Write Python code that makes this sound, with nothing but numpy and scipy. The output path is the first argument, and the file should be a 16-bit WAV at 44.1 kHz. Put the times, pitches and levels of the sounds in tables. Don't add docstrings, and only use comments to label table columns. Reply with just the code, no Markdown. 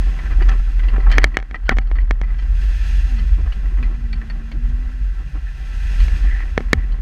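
import sys
import numpy as np
from scipy import signal
from scipy.fft import rfft, irfft
from scipy.io import wavfile
from scipy.ndimage import uniform_filter1d

SR = 44100
rng = np.random.default_rng(int(sys.argv[2]) if len(sys.argv) > 2 else 0)


def store_pcm(level_fs):
    pcm = np.round(np.clip(level_fs, -1, 1) * 32767).astype(np.int16)
    wavfile.write(sys.argv[1], SR, np.atleast_2d(pcm).T)


N = 309141
TIME = np.arange(N) / SR

# (time [s], pitch [Hz])
THROB = [(0.0, 43.3), (0.17, 41.41), (2.22, 41.24), (2.71, 45.2), (3.08, 41.8), (3.32, 45.04),
         (4.63, 40.06), (4.84, 45.02), (7.01, 41.5)]
# (time [s], level before the lope [dB])
EXHAUST = [(0, -8), (.2, -24.5), (.35, -8.5), (.8, -15.5), (1.22, -9.5), (1.49, -32.5), (1.74, -14.5),
           (2.55, -15.5), (3.4, -14.5), (3.68, -18), (3.85, -16.5), (4.05, -20), (4.53, -25.5),
           (4.61, -16.5), (4.98, -22.5), (5.08, -15), (5.17, -21.5), (5.62, -26.5), (6.02, -12),
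           (6.3, -12.5), (6.48, -20.5), (6.66, -24), (6.79, -16.5), (7.01, -18.5)]
# (time [s], level [dB])
EFFORT = [(0, 15.5), (.55, 12.5), (1.17, 7.5), (1.45, -2.5), (2.22, -1.5), (2.62, 16), (2.9, 21),
          (3.42, 10), (4.15, 5.5), (5.45, 8), (6.02, 22), (6.5, 11), (7.01, 4)]
# (middle [s], length [s], highest level [dB])
SURGES = [(0.358, 0.3, -26.5), (1.08, 0.21, -28), (1.74, 0.17, -29), (2.558, 0.47, -24.5),
          (2.955, 0.51, -26.5), (3.35, 0.38, -15.5), (3.819, 0.13, -23.5), (4.74, 0.16, -29),
          (5.856, 0.18, -29), (6.099, 0.3, -20), (6.521, 0.26, -28.5), (6.754, .12, -16)]
# (time [s], level [dB])
DRONE_LEVEL = [(0, -37.5), (.8, -43.5), (1.08, -37.5), (1.55, -51.5), (2.0, -41), (2.5, -39.5), (3.4, -41),
               (4.15, -39.5), (5.25, -41), (5.7, -44), (6.0, -36), (6.45, -46), (7.01, -39)]
# (frequency [Hz], density [dB per Hz])
WALLOW = [(18, -6), (24, -7), (33, 0), (38, 1), (50, -17.5)]
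BOOM = [(18, -6.5), (30, -16), (42, -6), (58, 5.5), (76, -1), (92, -24), (130, -31)]
DRONE = [(85, 0), (105, -2.5), (125, 0), (150, -3), (190, -11), (260, -26), (500, -30.5)]
MACHINERY = [(300, -12), (620, -5), (770, -9), (900, -2.5), (1200, -22.5), (1330, -6), (1440, -2.5),
             (1560, 1.5), (1780, -11.5), (2020, 2.5), (2200, -16.5), (2600, -5.5), (3100, -12), (6000, -18)]
FAN = [(1290, -29.5), (1750, -8.5), (2200, -10.5), (2550, -1), (3050, -10), (3330, -6.5), (3700, -14),
       (4050, -10.5), (4400, -14), (4650, -13), (5400, -14), (5900, -18.5), (6400, -12.5), (6800, -20.5),
       (6970, -20.5), (7200, -28), (7650, -20.5), (8100, -22), (8650, -28.5), (9500, -23), (11200, -30.5),
       (13600, -29.5), (15500, -42)]
# (frequency [Hz], width [Hz], boost [dB])
MOUNT = [(771, 15.5, 12.5), (1102, 12, 7), (1334, 46, 12), (1573, 45, 4.5), (1753, 98, 12.5), (1967, 20, 6),
         (2413, 39, 4.5), (2760, 18, 6.5)]
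# (time [s], pitch [Hz], level before trim [dB])
PUMP = [(3.03, 285, -64), (3.12, 246, -40), (3.21, 208, -39), (3.29, 186, -48), (3.36, 190, -77),
        (3.86, 252, -72), (3.93, 243, -48), (4.12, 227, -42.5), (4.3, 222, -45), (4.6, 234, -44),
        (4.85, 248, -46.5), (5.01, 250, -48.5), (5.1, 250, -75)]
# (time [s], length [s], pitch [Hz], level [dB])
GROANS = [(3.539, 0.068, 175, -42.5), (3.774, 0.085, 222.4, -38), (3.874, 0.065, 280, -47.5),
          (4.524, 0.056, 283, -43), (4.662, 0.058, 210, -44.5)]
# (time [s], level before trim [dB])
TREAD = [(0, -45), (.42, -39.5), (.65, -48.5), (1.03, -38.5), (1.19, -36.5), (1.32, -46.5), (1.45, -51),
         (2.15, -51), (3.0, -48), (5.6, -52.5), (6.15, -43.5), (6.6, -47.5), (7.01, -46)]
# (time [s], length [s], highest level [dB])
LUMPS = [(0.23, 0.027, -46), (0.298, 0.037, -38), (0.413, 0.014, -26), (0.473, 0.094, -37.5),
         (1.712, 0.021, -23), (3.373, 0.051, -38), (3.455, 0.024, -40.5), (3.77, 0.052, -47),
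         (3.839, 0.081, -49), (5.341, 0.05, -45.5)]
# (time [s], peak before trim [dB])
JOLTS = [(3.378, -25), (3.82, -29), (3.98, -28), (4.14, -23.5), (4.57, -23.5), (4.683, -25.5), (5.011, -27),
         (5.262, -26.5)]
# (frequency [Hz], density [dB per Hz])
SNOW = [(120, -4.5), (200, 4.5), (300, 3), (440, -6), (620, -10.5), (770, -11), (870, -21), (1020, -6.5),
        (1500, -22.5), (2500, -18.5), (6000, -53)]
# (time [s], length [s], pitch [Hz], level [dB])
RUBS = [(0.237, 0.11, 1540, -43.5), (1.13, 0.035, 1930, -32.5), (1.188, 0.028, 1980, -37),
        (1.71, 0.023, 1890, -44), (5.461, 0.041, 1780, -44.5), (6.229, 0.21, 1900, -41.5),
        (6.268, 0.18, 1970, -39), (6.77, 0.085, 1980, -47)]
# (time [s], length [s], level [dB], lowpass corner [Hz])
SCRAPES = [(0.405, 0.016, -34.5, 2180), (0.487, 0.018, -28, 6700), (0.505, 0.038, -38, 2400),
           (0.596, 0.0047, -39.5, 1760), (0.96, 0.014, -32.5, 1990), (1.064, 0.017, -29.5, 1340),
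           (1.1, .075, -53, 1400), (1.114, 0.018, -31.5, 7400), (1.713, 0.015, -37, 3950),
           (3.204, 0.016, -54, 5300), (3.474, 0.0061, -40, 1730)]
# (frequency [Hz], density [dB per Hz])
RUST = [(500, -2), (1000, 2), (1900, -2), (2400, -2), (3200, -1), (3700, -6), (4700, -4), (5600, -9),
        (6400, -6), (7200, -17), (8400, -12), (14000, -21)]
# (time [s], length [s], first pitch [Hz], last pitch [Hz], level [dB])
SQUEAKS = [(1.68, 0.016, 1550, 1420, -31), (1.695, 0.0093, 1460, 1360, -26.5),
           (1.704, 0.008, 1440, 1570, -23), (1.708, .011, 1900, 2010, -26), (1.996, 0.021, 1880, 2420, -53),
           (3.519, 0.013, 2680, 2990, -45)]
# (time [s], length [s], level [dB], treble against the middle [dB])
RATTLES = [(.25, 0.028, -42, -14), (0.304, .035, -41, -12), (0.823, 0.075, -44.5, -4),
           (0.879, 0.031, -44.5, 2), (.995, 0.029, -46, 0), (1.099, 0.017, -39, 0), (1.115, 0.028, -30, 3),
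           (1.148, 0.057, -39, -2), (1.217, .032, -37, -7), (1.261, .035, -47, -5), (1.341, 0.019, -49, 5),
           (1.546, 0.021, -35, -9), (1.653, 0.041, -49, 1), (1.812, 0.021, -48, -3),
           (1.869, 0.015, -48.5, -1), (1.952, 0.038, -45, -7), (1.998, 0.028, -50, -1),
           (2.23, 0.03, -46, -10), (2.273, 0.071, -46.5, -13), (2.342, 0.021, -47, -18),
           (2.387, 0.017, -41.5, 1), (2.418, 0.016, -47, -2), (3.181, .03, -41, 1.5),
           (3.524, 0.019, -48, 2), (3.769, .035, -46, -11), (3.833, .045, -44.5, -4),
           (3.941, .025, -48.5, -10), (4.126, 0.018, -43, -1), (4.153, 0.023, -54, 5),
           (4.299, 0.021, -41, -5), (4.515, 0.018, -44.5, 2), (6.92, 0.017, -49.5, 12)]
# (time [s], peak [dB], high ring against low ring [dB],
# pitch of the link that rings most [Hz], its t60 [s])
CLINKS = [(0.1899, -22, -15, 1966, 0.036), (0.4236, -21, 6, 1930, 0.056), (0.504, -25, -13, 1770, .04),
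          (0.517, -24.5, 1, 2580, .015), (.795, -24, 0, 2000, 0.086), (0.838, -29, -5, 2560, .02),
          (0.8852, -23.5, -6, 2730, .03), (1.003, -31, -15, 1930, 0.071), (1.1, -25, -4, 4100, .012),
          (1.116, -14.5, -6, 1760, 0.027), (1.16, -29, -5, 1930, .03), (1.217, -21, -14, 1930, .04),
          (1.233, -17, -4, 1965, .04), (1.3442, -24.5, -16, 1880, 0.044), (1.5445, -15, -27, 1890, 0.047),
          (1.723, -20.5, -12, 1830, 0.04), (1.956, -28.5, -8, 2000, .03), (1.9862, -23, -25, 1920, .035),
          (2.235, -30, -11, 1980, .035), (3.5224, -30.5, 5, 2980, .025), (3.658, -33, -14, 1790, .01),
          (3.8279, -24.5, -3, 2530, 0.038), (4.1298, -25.5, 1, 4470, 0.026),
          (4.2156, -28, -9.5, 1810, 0.057), (4.3, -27, -2, 4450, 0.025), (4.5156, -30, -4, 2092, 0.017),
          (6.003, -25.5, 0, 4343, 0.02), (6.405, -23.5, -18, 2030, 0.053)]
# (frequency [Hz], level [dB], t60 [s])
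SLACK_MODES = [(790, -10, .04), (1040, -8.5, 0.038), (1310, -1.5, 0.044), (1656, -0.5, .03),
               (1830, 2, .035), (1992, 5, .045), (2370, -1, 0.027), (2760, -3, 0.04), (3077, -1.5, 0.039),
               (3290, -4.5, 0.015), (4130, 0, .018), (4410, -1.5, 0.032), (4535, -10.5, 0.023),
               (5300, -6, .015), (6300, -14, 0.011)]
CHAIN_MODES = [(1097, -9.5, .035), (1322, -1, 0.027), (1640, -1, 0.018), (1943, 9.5, 0.018),
               (2250, -7, 0.045), (3040, -13.5, 0.1), (3220, -1, 0.015), (4110, 0.5, 0.011),
               (4650, 1, 0.023), (6130, -19.5, 0.021)]
# (time [s], level before trim [dB], thud before trim [dB], crack before trim [dB],
# slow flex of the blade [dB], after-ring of the frame [dB])
KNOCKS = [(.982, -29, 15, -31, -23, -25), (1.142, -14, -16, -30, -30, -20), (1.1826, 9, -13, -13, -43, -24),
          (1.2421, 12.5, -11.5, -16, -42, -33), (1.37, 3, -12, -8, -45, -19.5),
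          (1.389, -19.5, -1, -25, -30, -22), (1.401, -20.5, -11, -23, -36, -31),
          (1.427, -22, -9, -35, -18, -28), (1.5117, -20, -28, -32, -9, -25),
          (1.693, 8.5, -11, -17, -24, -26.5), (1.723, -27, 12, -30, -8, -11), (1.77, -20.5, 3, -8, -11, -8),
          (1.7857, -6, -12, -12, -20.5, -17.5), (1.9146, -20, 2.5, -18, -6.5, -13),
          (2.1098, -4.5, -2, -22, -35, -31), (2.2151, -16, 0, -15, -7.5, -17),
          (3.829, -29.5, 4, -20, -25, -26), (4.2995, -34, -9, -29, -22, -5),
          (6.0825, -18.5, -11, -11, -32, -17), (6.578, -1, 1, -24, -19, -24),
          (6.606, -21, 3.5, -24, 0, -20), (6.7314, 13, -7.5, -8.5, -25.5, -35)]
# (frequency [Hz], level [dB], t60 [s])
PIVOT_MODES = [(1466, -8, 0.033), (1815, 15, 0.012), (2166, 11, 0.017), (3230, -4.5, 0.024),
               (3280, -11.5, 0.014), (3770, -9, 0.019), (4248, -9, 0.021), (4830, -14, 0.011),
               (5250, -9, 0.01), (5770, -11, 0.01), (6600, -26, 0.009)]
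PANEL_MODES = [(109, -11.5, 0.2), (180, -12, 0.078), (272, 11.5, 0.014), (412, 6, 0.019), (577, 3.5, 0.013),
               (740, -4.5, 0.002), (1064, 7, 0.0049)]
FLEX_MODES = [(119.4, -1.5, 0.23), (175, -1, 0.1), (236, -5.5, 0.32), (320, -2.5, 0.046)]
FRAME_MODES = [(771, -3, 0.13), (1296, -7.5, 0.096), (1690, -16, .07), (1900, -11, 0.044),
               (2070, -6, 0.043), (2920, -2, .04)]
# (frequency [Hz], density [dB per Hz])
CRACK = [(3000, -23), (5000, -24), (5600, 19.5), (6500, 13), (7100, -20), (7800, 4), (8500, -21.5),
         (9100, -15), (9700, -8), (11200, -5), (15000, -26.5)]
CHINK = [(700, 0.5), (1900, 7.5), (3000, 1), (4500, -13.5), (6500, -26.5), (8000, -38), (14000, -41)]

FAN_DB = -61.5
MACHINERY_DB, MACHINERY_PER_EFFORT = -55, 0.5
BOOM_DB, BOOM_PER_EFFORT = -37, 0.33
DRONE_WAVER_DB, MACHINERY_WAVER_DB, FAN_WAVER_DB = 1.6, .8, .8
WALLOW_DB = -11
BEAT_DB, BEAT_PER_THROB = -13.5, 0.79
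LOPE_SHARE = 0.24
PUMP_TRIM_DB, TREAD_TRIM_DB, JOLT_TRIM_DB = 2.0, -1.1, 4.0
KNOCK_TRIM_DB, THUD_TRIM_DB, CRACK_TRIM_DB = -2.0, -0.5, -14.0
PIVOT_SCATTER_DB, CHAIN_SCATTER_DB = 1.5, 3
JOSTLE_RATE, JOSTLE_SPREAD_DB = 380, 2.5
SEAT_S, UNDAMPED_SHARE = .0045, .3
TOP_HZ = 15700


def undb(db):
    return 10 ** (np.asarray(db) / 20)


def unit(x):
    return x / np.sqrt(np.mean(x ** 2) + 1e-18)


def peak(x):
    return x / np.abs(x).max()


def curves(table):
    s, *columns = np.transpose(table)
    return [np.interp(TIME, s, c) for c in columns]


def add(out, s, x):
    i = max(int(s * SR), 0)
    out[i:i + len(x)] += x[:max(N - i, 0)]


def colour(x, points):
    hz, db = np.transpose(points)
    f = np.maximum(np.fft.rfftfreq(len(x), 1 / SR), 1)
    ends = 1 / np.sqrt((1 + (hz[0] / f) ** 4) * (1 + (f / hz[-1]) ** 4))
    gain = undb(np.interp(np.log(f), np.log(hz), db))
    return unit(irfft(rfft(x) * ends * gain, len(x)))


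def walk(rate):
    k = max(int(SR / rate), 1)
    steps = np.repeat(rng.standard_normal(N // k + 1), k)
    return unit(uniform_filter1d(uniform_filter1d(steps, k), k)[:N])


def ring(modes, scatter_db, detune):
    hz, db, t60 = np.transpose(modes)[:, :, None]
    size, shift = rng.standard_normal((2, len(modes), 1))
    t = TIME[:SR // 4]
    decay = np.exp(-np.log(1000) * t / t60)
    return undb(db + scatter_db * size) * decay * np.sin(2 * np.pi * hz * (1 + detune * shift) * t)


def grains(rate, spread_db, count=N):
    chance, size, sign = rng.random(count), rng.exponential(size=count), rng.standard_normal(count)
    return (chance < rate / SR) * np.sign(sign) * undb(spread_db * np.minimum(size, 4))


def lowpass(x, hz):
    return signal.sosfilt(signal.butter(3, min(hz, .45 * SR), fs=SR, output="sos"), x)


def mount(x):
    for hz, width, db in MOUNT:
        x = x + (undb(db) - 1) * signal.lfilter(*signal.iirpeak(hz, hz / width, fs=SR), x)
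    return unit(x)


def engine():
    hz, = curves(THROB)
    exhaust_db, = curves(EXHAUST)
    effort_db, = curves(EFFORT)
    drone_db, = curves(DRONE_LEVEL)
    phase = 2 * np.pi * np.cumsum(hz) / SR
    lope = unit(1 + LOPE_SHARE * walk(45))
    note = unit(np.sin(phase + 0.4 * walk(25))) * undb(exhaust_db)
    beat = unit(np.sin(phase + phase / 4 + walk(6))) * undb(BEAT_DB + BEAT_PER_THROB * exhaust_db)
    wallow = colour(rng.standard_normal(N), WALLOW) * undb(WALLOW_DB + exhaust_db)

    shake = undb(BOOM_DB + BOOM_PER_EFFORT * effort_db)
    for s, length, db in SURGES:
        add(shake, s - length / 2, undb(db) * np.hanning(int(length * SR)))
    boom = colour(rng.standard_normal(N), BOOM) * shake
    drone = colour(rng.standard_normal(N), DRONE) * undb(drone_db + DRONE_WAVER_DB * walk(7.9))

    pulsing = 1 + 0.055 * np.cos(phase)
    machinery_db = MACHINERY_DB + MACHINERY_PER_EFFORT * effort_db + MACHINERY_WAVER_DB * walk(31)
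    machinery = mount(colour(rng.standard_normal(N) * pulsing, MACHINERY)) * undb(machinery_db)
    fan_db = FAN_DB + effort_db + FAN_WAVER_DB * walk(45)
    fan = mount(colour(rng.standard_normal(N) * pulsing, FAN)) * undb(fan_db)
    return (note + beat) * lope + wallow + boom + drone + machinery + fan


def pump():
    hz, db = curves(PUMP)
    phase = 2 * np.pi * np.cumsum(hz * (1 + .004 * walk(40))) / SR
    moan = unit(np.sin(phase) + undb(-28.5) * np.sin(2 * phase))
    return moan * undb(db + PUMP_TRIM_DB + .5 * walk(25))


def groaning():
    out = np.zeros(N)
    for s, length, hz, db in GROANS:
        count = int(length * SR)
        phase = 2 * np.pi * np.cumsum(hz * (1 + .1 * walk(200)[:count])) / SR
        note = np.sin(phase) + undb(-16.5) * np.sin(2 * phase)
        add(out, s, unit(note * np.hanning(count) ** .5) * undb(db))
    return out


def tyres():
    tread_db, = curves(TREAD)
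    load = undb(tread_db + TREAD_TRIM_DB + 3.26 * walk(45))
    for s, length, db in LUMPS:
        progress = np.linspace(0, 1, int(length * SR))
        add(load, s, undb(db) * np.sin(np.pi * progress ** 0.92))
    out = mount(colour(grains(1700, 1.57), SNOW)) * load
    for s, db in JOLTS:
        jolt = peak(lowpass(ring(FLEX_MODES, scatter_db=3.0, detune=0.049).sum(0), 107))
        add(out, s, undb(db + JOLT_TRIM_DB) * jolt)
    return out


def rubbing():
    out = np.zeros(N)
    for s, length, hz, db in RUBS:
        count = int(length * SR)
        slips = grains(1500, 3.0, count=count)
        resonance = signal.lfilter(*signal.iirpeak(hz, 10, fs=SR), slips)
        squeak = mount(lowpass(resonance, 3700))
        add(out, s, unit(squeak * np.hanning(count) ** 0.067) * undb(db))
    return out


def scraping():
    out, t = np.zeros(N), TIME[:SR // 4]
    for s, length, db, top_hz in SCRAPES:
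        progress = np.minimum(t / length, 1)
        grit = grains(2400, 2.8, count=len(t)) * np.sin(np.pi * np.sqrt(progress))
        burst = mount(lowpass(colour(grit, RUST), top_hz))
        add(out, s, undb(db) * burst * np.sqrt(length / t[-1]))
    return out


def squeaking():
    out = np.zeros(N)
    for s, length, first_hz, last_hz, db in SQUEAKS:
        count = int(length * SR)
        wobble = 1 + .035 * walk(900)[:count]
        phase = 2 * np.pi * np.cumsum(np.linspace(first_hz, last_hz, count) * wobble) / SR
        note = np.sin(phase) + undb(-23) * np.sin(2 * phase) + undb(-32) * np.sin(3 * phase)
        add(out, s, unit(note * np.hanning(count) ** 0.5) * undb(db))
    return out


def rattling():
    out, t = np.zeros(N), TIME[:SR // 4]
    high = np.array(SLACK_MODES)[:, 0] > 2600
    for s, length, db, treble_db in RATTLES:
        shaking = np.sin(np.pi * np.sqrt(np.minimum(t / length, 1)))
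        flurry = 0
        for link in range(3):
            modes = ring(SLACK_MODES, scatter_db=CHAIN_SCATTER_DB, detune=.007)
            link_ring = modes[~high].sum(0) + undb(treble_db) * modes[high].sum(0)
            contacts = grains(JOSTLE_RATE, JOSTLE_SPREAD_DB, count=len(t)) * shaking
            flurry = flurry + signal.fftconvolve(contacts, link_ring)[:len(t)]
        add(out, s, undb(db) * unit(lowpass(flurry, 4700)) * np.sqrt(length / t[-1]))
    return out


def chain():
    out, t = np.zeros(N), TIME[:SR // 4]
    high = np.array(CHAIN_MODES)[:, 0] > 2500
    for s, peak_db, high_db, hz, t60 in CLINKS:
        modes = ring(CHAIN_MODES, scatter_db=CHAIN_SCATTER_DB, detune=0.0083)
        neighbours = peak(modes[~high].sum(0) + undb(high_db) * modes[high].sum(0))
        struck = ring([(hz, -8, t60)], scatter_db=0, detune=0.0035)[0]
        grit = colour(rng.standard_normal(len(t)), CHINK) * np.exp(-t / 0.0054)
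        link = lowpass(neighbours, 3700) + struck + undb(0.7 * high_db - 7.5) * grit
        skitter = 0.42 * grains(700, 1.6, count=len(t)) * np.exp(-t / 0.008)
        skitter[0] = 1
        add(out, s, undb(peak_db) * peak(signal.fftconvolve(link, skitter)[:len(t)]))
    shaking_db, = curves(TREAD)
    tick = ring(CHAIN_MODES, scatter_db=CHAIN_SCATTER_DB, detune=0.006).sum(0)
    ticks = signal.fftconvolve(grains(50, 1.1), tick)[:N]
    return out + unit(lowpass(ticks, 2400)) * undb(shaking_db - 7)


def blade():
    out, t = np.zeros(N), TIME[:SR // 4]
    seating = UNDAMPED_SHARE + (1 - UNDAMPED_SHARE) * np.exp(-(t / SEAT_S) ** 4)
    for s, db, thud_db, crack_db, flex_db, frame_db in KNOCKS:
        steel = peak(lowpass(ring(PIVOT_MODES, scatter_db=PIVOT_SCATTER_DB, detune=0.0043).sum(0), 6000))
        thud = peak(lowpass(ring(PANEL_MODES, scatter_db=5.5, detune=0.079).sum(0), 1300))
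        flex = peak(ring(FLEX_MODES, scatter_db=3.5, detune=0.007).sum(0))
        frame = peak(ring(FRAME_MODES, scatter_db=2.0, detune=0.0034).sum(0))
        crack = colour(rng.standard_normal(len(t)), CRACK) * np.exp(-t / 0.001)
        blow = steel * seating - undb(thud_db + THUD_TRIM_DB) * thud - undb(flex_db) * flex
        blow = blow + undb(frame_db) * frame + undb(crack_db + CRACK_TRIM_DB) * crack
        add(out, s, undb(db + KNOCK_TRIM_DB) * blow)
    return out


def scene():
    truck = engine() + pump()
    snow = groaning() + tyres()
    friction = rubbing() + scraping() + squeaking()
    return (truck + snow + friction + rattling() + chain() + blade())[None]


def record(dry):
    clipped = dry / (1 + (dry / .98) ** 8) ** (1 / 8)
    return signal.sosfilt(signal.ellip(8, .2, 70, TOP_HZ, fs=SR, output="sos"), clipped)


dry = scene()
out = record(dry)
store_pcm(out)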